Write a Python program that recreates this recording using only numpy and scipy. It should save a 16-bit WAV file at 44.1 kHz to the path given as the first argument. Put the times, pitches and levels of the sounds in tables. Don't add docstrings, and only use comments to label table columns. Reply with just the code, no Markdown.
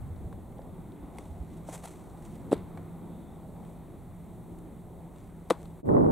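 import sys
import numpy as np
from scipy import signal
from scipy.fft import rfft, irfft, next_fast_len
from scipy.io import wavfile
from scipy.ndimage import uniform_filter1d, minimum_filter1d

SR = 44100
rng = np.random.default_rng(int(sys.argv[2]) if len(sys.argv) > 2 else 0)


def attenuation_scalar(level_db):
    decades = np.asarray(level_db, float) / 20
    return 10 ** decades


def digitize_waveform(pressure):
    field = np.atleast_2d(pressure).T
    bounded = np.clip(field, -1, 1)
    quanta = np.round(bounded * 32767).astype(np.int16)
    wavfile.write(sys.argv[1], SR, quanta)


N = 269627
TIME, PADDED = np.arange(N) / SR, next_fast_len(N)
FREQ = np.maximum(np.fft.rfftfreq(PADDED, 1 / SR), 1)


def unit(x):
    return x / np.sqrt(np.mean(x ** 2))


def noise():
    return rng.standard_normal(N)


def curve(table, column):
    rows = np.array(table)
    return np.interp(TIME, rows[:, 0], rows[:, column])


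def colour(table):
    rows = np.array(table)
    return attenuation_scalar(np.interp(np.log(FREQ), np.log(rows[:, 0]), rows[:, 1]))


def bell(hz, octaves):
    return np.exp(-(np.log2(FREQ / hz) / octaves) ** 2)


def shaped(x, gain):
    return irfft(rfft(x, PADDED) * gain, PADDED)[..., :N]


def band(x, hz, octaves):
    return shaped(x, bell(hz, octaves))


def walk(rate):
    hold = int(SR / rate)
    steps = np.repeat(rng.standard_normal(N // hold + 1), hold)
    return unit(uniform_filter1d(uniform_filter1d(steps, hold), hold)[:N])


def even(x, seconds):
    size = int(seconds * SR)
    return x / np.sqrt(uniform_filter1d(uniform_filter1d(x ** 2, size), size))


def pair(mid, side):
    return np.array([mid + side, mid - side])


def add(out, s, sound):
    i = int(s * SR)
    out[..., i:i + sound.shape[-1]] += sound[..., :N - i]


# (frequency [Hz], level [dB per Hz])
AIR_COLOUR = [(12, -41.5), (24, -8.5), (98, -5), (134, -9), (168, -6.5), (270, -12), (377, -13),
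              (410, -17.5), (527, -21), (802, -21), (1660, -39.5), (3630, -42), (5080, -53), (8650, -43),
              (16000, -46)]
# (frequency [Hz], side minus mid [dB])
AIR_WIDTH = [(60, -7), (110, -8.5), (200, -13), (380, -11), (700, -11), (1290, -12.5), (2380, -20.5),
             (4400, -24.5), (8120, -16.5), (15000, 3.5)]
# (time [s], level [dB])
TRAFFIC = [(0, -49), (.5, -49.5), (1.05, -46.5), (1.4, -48.5), (2.3, -49), (2.8, -46), (3.4, -48.5),
           (3.92, -47.5), (4.1, -50.5), (4.7, -49), (5.2, -48.5), (5.8, -49.5)]


def field():
    mid, side = (rfft(noise(), PADDED) * colour(AIR_COLOUR) for _ in range(2))
    side = side * colour(AIR_WIDTH)
    layers, swell = np.zeros((4, 2, N)), walk(1.443)
    for hz in 22 * 2 ** np.arange(0, 9.6, .5):
        gain = bell(hz, .5)
        flicker_db = 0.59 * swell + 2.18 * min(1, (600 / hz) ** .5) * walk(9)
        layer = np.searchsorted([150, 1500, 5000], hz)
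        layers[layer] += attenuation_scalar(flicker_db) * pair(irfft(mid * gain, PADDED)[:N], irfft(side * gain, PADDED)[:N])
    echo_s, echo_db, echo_ms = 2.535, -38, 42
    echo = attenuation_scalar(echo_db) * (TIME > echo_s) * np.exp(-np.abs(TIME - echo_s) * 1000 / echo_ms)
    traffic = np.hypot(attenuation_scalar(curve(TRAFFIC, 1)), echo)
    breeze = attenuation_scalar(-50.5 + 10 * np.exp(-TIME / .35))
    air = attenuation_scalar(-74.3) * (traffic / attenuation_scalar(-49)) ** .45 + echo * attenuation_scalar(-27)
    levels = [breeze, traffic, air, attenuation_scalar(-71)]
    return sum(gain * x / x.mean(axis=0).std() for gain, x in zip(levels, layers))


# (time [s], depth [dB], half length [s])
HUM_LULLS = [
    (.35, -18, .2),
    (.85, -12, .2),
    (2.59, -25, .025),
    (3.3, -18, .07),
    (4.0, -22, .1),
    (5.17, -25, .09),
]


def hum():
    level_db = -49.5 + sum(db * np.exp(-((TIME - s) / half) ** 2) for s, db, half in HUM_LULLS)
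    level = np.sqrt(2) * attenuation_scalar(level_db + 1.2 * walk(14) - 1.5)
    pitch_hz = 166.7 + 2.0 * walk(5.5)
    return level * np.sin(2 * np.pi * np.cumsum(pitch_hz) / SR)


def insects():
    swell = np.exp(-((TIME - 3.2) / .17) ** 2)
    return swell * attenuation_scalar(-76 + 2.0 * walk(24.9)) * unit(band(noise(), 3550, 0.11))


# (time [s], peak level [dB], pitch [Hz], length [ms])
AIR_PUFFS = [
    (0.06, -38, 140, 20),
    (0.088, -32, 79.5, 17),
    (0.24, -31, 57.6, 9.4),
    (1.029, -40, 59.2, 13),
    (1.297, -34, 72.7, 14.0),
    (1.392, -31, 63, 17.5),
]


def puffs():
    out, ms = np.zeros((2, N)), np.arange(4096) / SR * 1000
    for s, db, hz, length in AIR_PUFFS:
        shape = np.exp(-(ms / length - 1.3) ** 2) * np.sin(2 * np.pi * hz * ms / 1000)
        add(out, s, attenuation_scalar(db) * shape * np.array([[.8], [1.2]]))
    return out


# (time [s], common level [dB], opposed minus common level [dB])
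GUST_PATH = [
    (5.83, -45, 2.5),
    (5.84, -44, 2.5),
    (5.894, -25, 2),
    (5.986, -23, 2),
    (6.114, -26, 3),
]
# (frequency [Hz], level [dB per Hz])
GUST_COMMON = [(15, -49), (25, -23), (140, 0), (200, 1), (300, -1), (543, -12), (732, -17.5), (1120, -23),
               (2730, -63), (4000, -63.5), (5200, -94.5), (8800, -120)]
# (frequency [Hz], level [dB per Hz])
GUST_OPPOSED = [(15, -73), (25, -32), (118, -12.5), (155, -6.5), (341, -4), (412, -2), (985, -14.5),
                (1380, -30), (2670, -58), (4000, -69), (5200, -99), (8800, -120)]
# (time [s], peak level [dB])
GUST_BUFFETS = [(5.87, -42), (5.888, -22.5), (5.899, -34), (5.916, -36), (5.936, -31), (5.947, -24),
                (5.965, -19), (5.98, -30.5), (6.006, -28), (6.032, -30.5), (6.043, -28), (6.061, -25),
                (6.084, -30), (6.099, -31.5)]


def buffets():
    hard, slaps, ms = np.zeros(N), np.zeros(N), np.arange(2048) / SR * 1000
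    swings_hz = 480 * np.exp(.15 * rng.standard_normal(len(GUST_BUFFETS)))
    for (s, db), hz in zip(GUST_BUFFETS, swings_hz):
        shape = attenuation_scalar(db) * np.exp(-(ms / 2.9 - 1.2) ** 2 * 2)
        add(hard, s, shape)
        add(slaps, s, shape * np.sin(2 * np.pi * hz * ms / 1000))
    eddies = [hard * unit(band(noise(), 870, 0.72)) for _ in range(2)]
    return pair(.35 * slaps + attenuation_scalar(-15) * eddies[0], attenuation_scalar(6.5) * slaps + attenuation_scalar(-4) * eddies[1])


def gust():
    flutter, dull = attenuation_scalar(1.1 * walk(70)), 1 / (1 + (FREQ / 1500) ** 2)
    mid, side = (even(shaped(flutter * noise(), colour(table) * dull), 0.015)
                 for table in (GUST_COMMON, GUST_OPPOSED))
    start = np.clip((TIME - GUST_PATH[0][0]) / 0.0025, 0, 1)
    strength_db = curve(GUST_PATH, 1)
    wind = start * attenuation_scalar(strength_db) * pair(mid, attenuation_scalar(curve(GUST_PATH, 2)) * side)
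    edge = shaped(wind, 1 / (1 + (650 / FREQ) ** 4))
    wind = wind + edge * (attenuation_scalar(.5 * (strength_db + 25)) - 1)
    return (wind + buffets()) * attenuation_scalar([[-.7], [.7]])


# (time of hardest pressure [s], grit level [dB], lean-in [ms], let-go [ms],
# drag minus grit [dB])
CLEAT_SLIDES = [(1.19, -69, 45, 110, 12), (1.566, -72, 140, 60, 3.5), (1.695, -56, 16, 28, 6),
                (1.738, -46, 10, 12, 3.5), (1.757, -50, 12, 3.5, 2.5), (1.79, -65, 25, 40, 5),
                (1.843, -54, 8, 34, 5.5), (1.915, -68, 30, 170, 7), (2.262, -68, 35, 35, -5),
                (2.35, -75, 60, 90, -2), (3.67, -76, 70, 90, 4), (5.2, -74, 80, 120, 6),
                (5.618, -70, 60, 70, 3.5)]


def dirt():
    grains = noise() * attenuation_scalar(3.04 * rng.exponential(size=N)) * attenuation_scalar(2.4 * walk(200))
    grit = unit(band(grains, 8000, 0.62))
    scrape = unit(band(grains, 2620, 0.79))
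    drag = unit(band(grains, 630, 0.84))
    out = np.zeros(N)
    for s, db, lean, let_go, drag_db in CLEAT_SLIDES:
        pressure = np.exp(-np.abs(TIME - s) * 1000 / np.where(TIME < s, lean, let_go))
        scrape_db = -3 - .25 * (db + 60)
        out += attenuation_scalar(db) * pressure * (grit + attenuation_scalar(scrape_db) * scrape + attenuation_scalar(drag_db) * drag)
    return out


# (time [s], peak level [dB], treble minus middle [dB])
LEATHER_CRACKS = [(2.5133, -40, -1), (2.5182, -32.5, -9), (2.526, -28.5, -4), (2.531, -38, -9),
                  (2.5368, -34.5, -8), (2.5424, -44, -7), (2.566, -50, -6), (2.5774, -48, -9),
                  (5.5007, -19, -10.5), (5.5052, -14.5, -11.5), (5.5204, -46, 4)]
# (time [s], peak level [dB], body minus middle [dB], treble minus middle [dB])
DIRT_TICKS = [(0.1615, -52, -3, -15), (0.3267, -47, 12, -8), (0.5232, -55.5, 4, -13), (0.5826, -52, 0, -10),
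              (0.6166, -50, -2, -13), (0.9194, -50, -10, -9), (1.1842, -37.5, 0, -2), (1.7484, -45, 8, -1),
              (1.757, -48, 7, 3), (1.8390, -41.5, 6, 4), (1.8541, -45, 0.5, 7), (1.8735, -42.5, 4, -7),
              (2.2227, -53, 6, 2), (2.7734, -46, 14, -9), (3.6496, -52.5, 5, -5), (4.5865, -53, -2, 1),
              (5.16, -52, 7, -4), (5.6555, -46, 0, -9)]


def snaps():
    body, middle, treble = (unit(band(noise(), hz, octaves))
                            for hz, octaves in [(750, 0.89), (2900, 0.8), (8600, .5)])
    low, mid, high = np.zeros((3, N))
    ms = np.arange(8192) / SR * 1000
    tail = attenuation_scalar(-24.5) * np.exp(-ms / 32.5)
    crack = np.minimum(ms / 0.36, 1) * np.exp(-ms / 3.4)
    bright_crack = crack + attenuation_scalar(-7.5) * tail
    for s, db, treble_db in LEATHER_CRACKS:
        add(low, s, attenuation_scalar(db - 3.5) * (0.14 * crack + tail))
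        add(mid, s, attenuation_scalar(db - 12.5) * bright_crack)
        add(high, s, attenuation_scalar(db + treble_db - 10.5) * bright_crack)
    tick = np.minimum(ms / 1.1, 1) * np.exp(-ms / 3.2)
    for s, db, body_db, treble_db in DIRT_TICKS:
        add(low, s, attenuation_scalar(db + body_db - 5) * tick)
        add(mid, s, attenuation_scalar(db - 9) * tick)
        add(high, s, attenuation_scalar(db + treble_db - 7.5) * tick)
    return low * body + mid * middle + high * treble


# (time [s], peak level [dB], pocket pitch [Hz], ring [cycles])
MITT_BLOWS = [
    (2.5125, -23, 300, 1.0),
    (2.518, -16, 640, .45),
    (2.5208, -18, 420, .7),
    (2.5280, -5, 420, .4),
    (2.5268, -18, 285, 1.1),
    (2.5265, -30, 1250, 1.8),
    (2.535, -25, 430, 2.6),
]
# (time [s], peak level [dB], pocket pitch [Hz], ring [cycles])
GLOVE_BLOWS = [
    (5.5027, -19, 700, 1.5),
    (5.5062, -13.5, 1130, 2.2),
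    (5.5061, -26, 3600, 3.2),
    (5.5067, -7.2, 470, 1.1),
    (5.5072, -19, 300, 1.5),
    (5.5124, -11, 406, 1.1),
    (5.5182, -16, 380, .6),
]
# (time [s], peak level [dB], hollow pitch [Hz], ring [cycles])
HEEL_KNOCKS = [
    (.592, -32, 550, 1.3),
    (1.1845, -44, 2110, 4.8),
    (1.19, -36, 400, 1.5),
    (1.688, -27.5, 640, 1.2),
    (1.69, -36, 300, 2.5),
    (2.7745, -50, 2260, 8),
]


def leather():
    out, t = np.zeros(N), np.arange(2048) / SR
    for rows, squeeze in [(MITT_BLOWS, 1.03), (GLOVE_BLOWS, .38), (HEEL_KNOCKS, .45)]:
        for s, db, hz, ring in rows:
            cycles = hz * t
            push = np.minimum(cycles / squeeze, 1) ** 2
            decay = np.exp(-np.maximum(cycles - squeeze, 0) / ring)
            add(out, s, attenuation_scalar(db) * push * decay * np.sin(2 * np.pi * cycles))
    return signal.sosfiltfilt(signal.butter(2, 100, "high", fs=SR, output="sos"), out)


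def fade():
    change_s, fall_ms, rise_ms = 5.832, 27, 28
    away = np.abs(TIME - change_s) * 1000 / np.where(TIME < change_s, fall_ms, rise_ms)
    return attenuation_scalar(-23 * np.maximum(1 - away, 0))


# (time [s], left minus right level [dB])
PAN = [
    (0, .5),
    (1.5, 1),
    (2.4, -0.5),
    (2.7, 1.5),
    (5.4, 1.5),
    (6.1, 9),
]


def scene():
    near = leather() + snaps() + dirt()
    wide = attenuation_scalar(-15.5) * band(np.roll(near, 12), 1200, 1.7)
    wide += attenuation_scalar(-18) * band(np.roll(near, 40), 7700, 1.5)
    pan_db = curve(PAN, 1) * np.array([[.5], [-.5]])
    background = field() + hum() + puffs() + insects()
    return (pair(near, wide) * attenuation_scalar(pan_db) + background) * fade() + gust()


def starve(x):
    z = signal.stft(np.pad(x, ((0, 0), (0, 4096)), "reflect"), nperseg=1024)[2]
    power = (np.abs(z) ** 2).mean(axis=0)
    total = minimum_filter1d(power.sum(axis=0), size=5)
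    blocks = uniform_filter1d(power[:-1].reshape(64, 8, -1).sum(axis=1), size=3, axis=1)
    scatter = 2 * uniform_filter1d(rng.standard_normal(blocks.shape), size=4, axis=1)
    top = np.clip(np.linspace(-2, 2.4, 64), 0, 1)[:, None]
    need_db = -67 + 8 * top + 3.2 * scatter
    z[:, :-1] *= np.repeat(blocks > total * attenuation_scalar(2 * need_db), 8, axis=0)
    return signal.istft(z, nperseg=1024)[1][:, :N]


# (frequency [Hz], width [octaves], level [dB])
HOUSING_MODES = [
    (2020, 0.14, 3.5),
    (2895, 0.2, -4),
    (3850, 0.1, 0.5),
    (5040, 0.11, -4),
    (8090, .13, 3),
]


def housing(x):
    colour_db = sum(db * bell(hz, octaves) for hz, octaves, db in HOUSING_MODES)
    return shaped(x, attenuation_scalar(colour_db) * (FREQ < 15780))


def roll_off(x):
    return signal.sosfilt(signal.butter(12, 16630, fs=SR, output="sos"), x)


def record(dry):
    mix = starve(housing(dry))
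    return roll_off(mix)


dry = scene()
out = record(dry)
digitize_waveform(out)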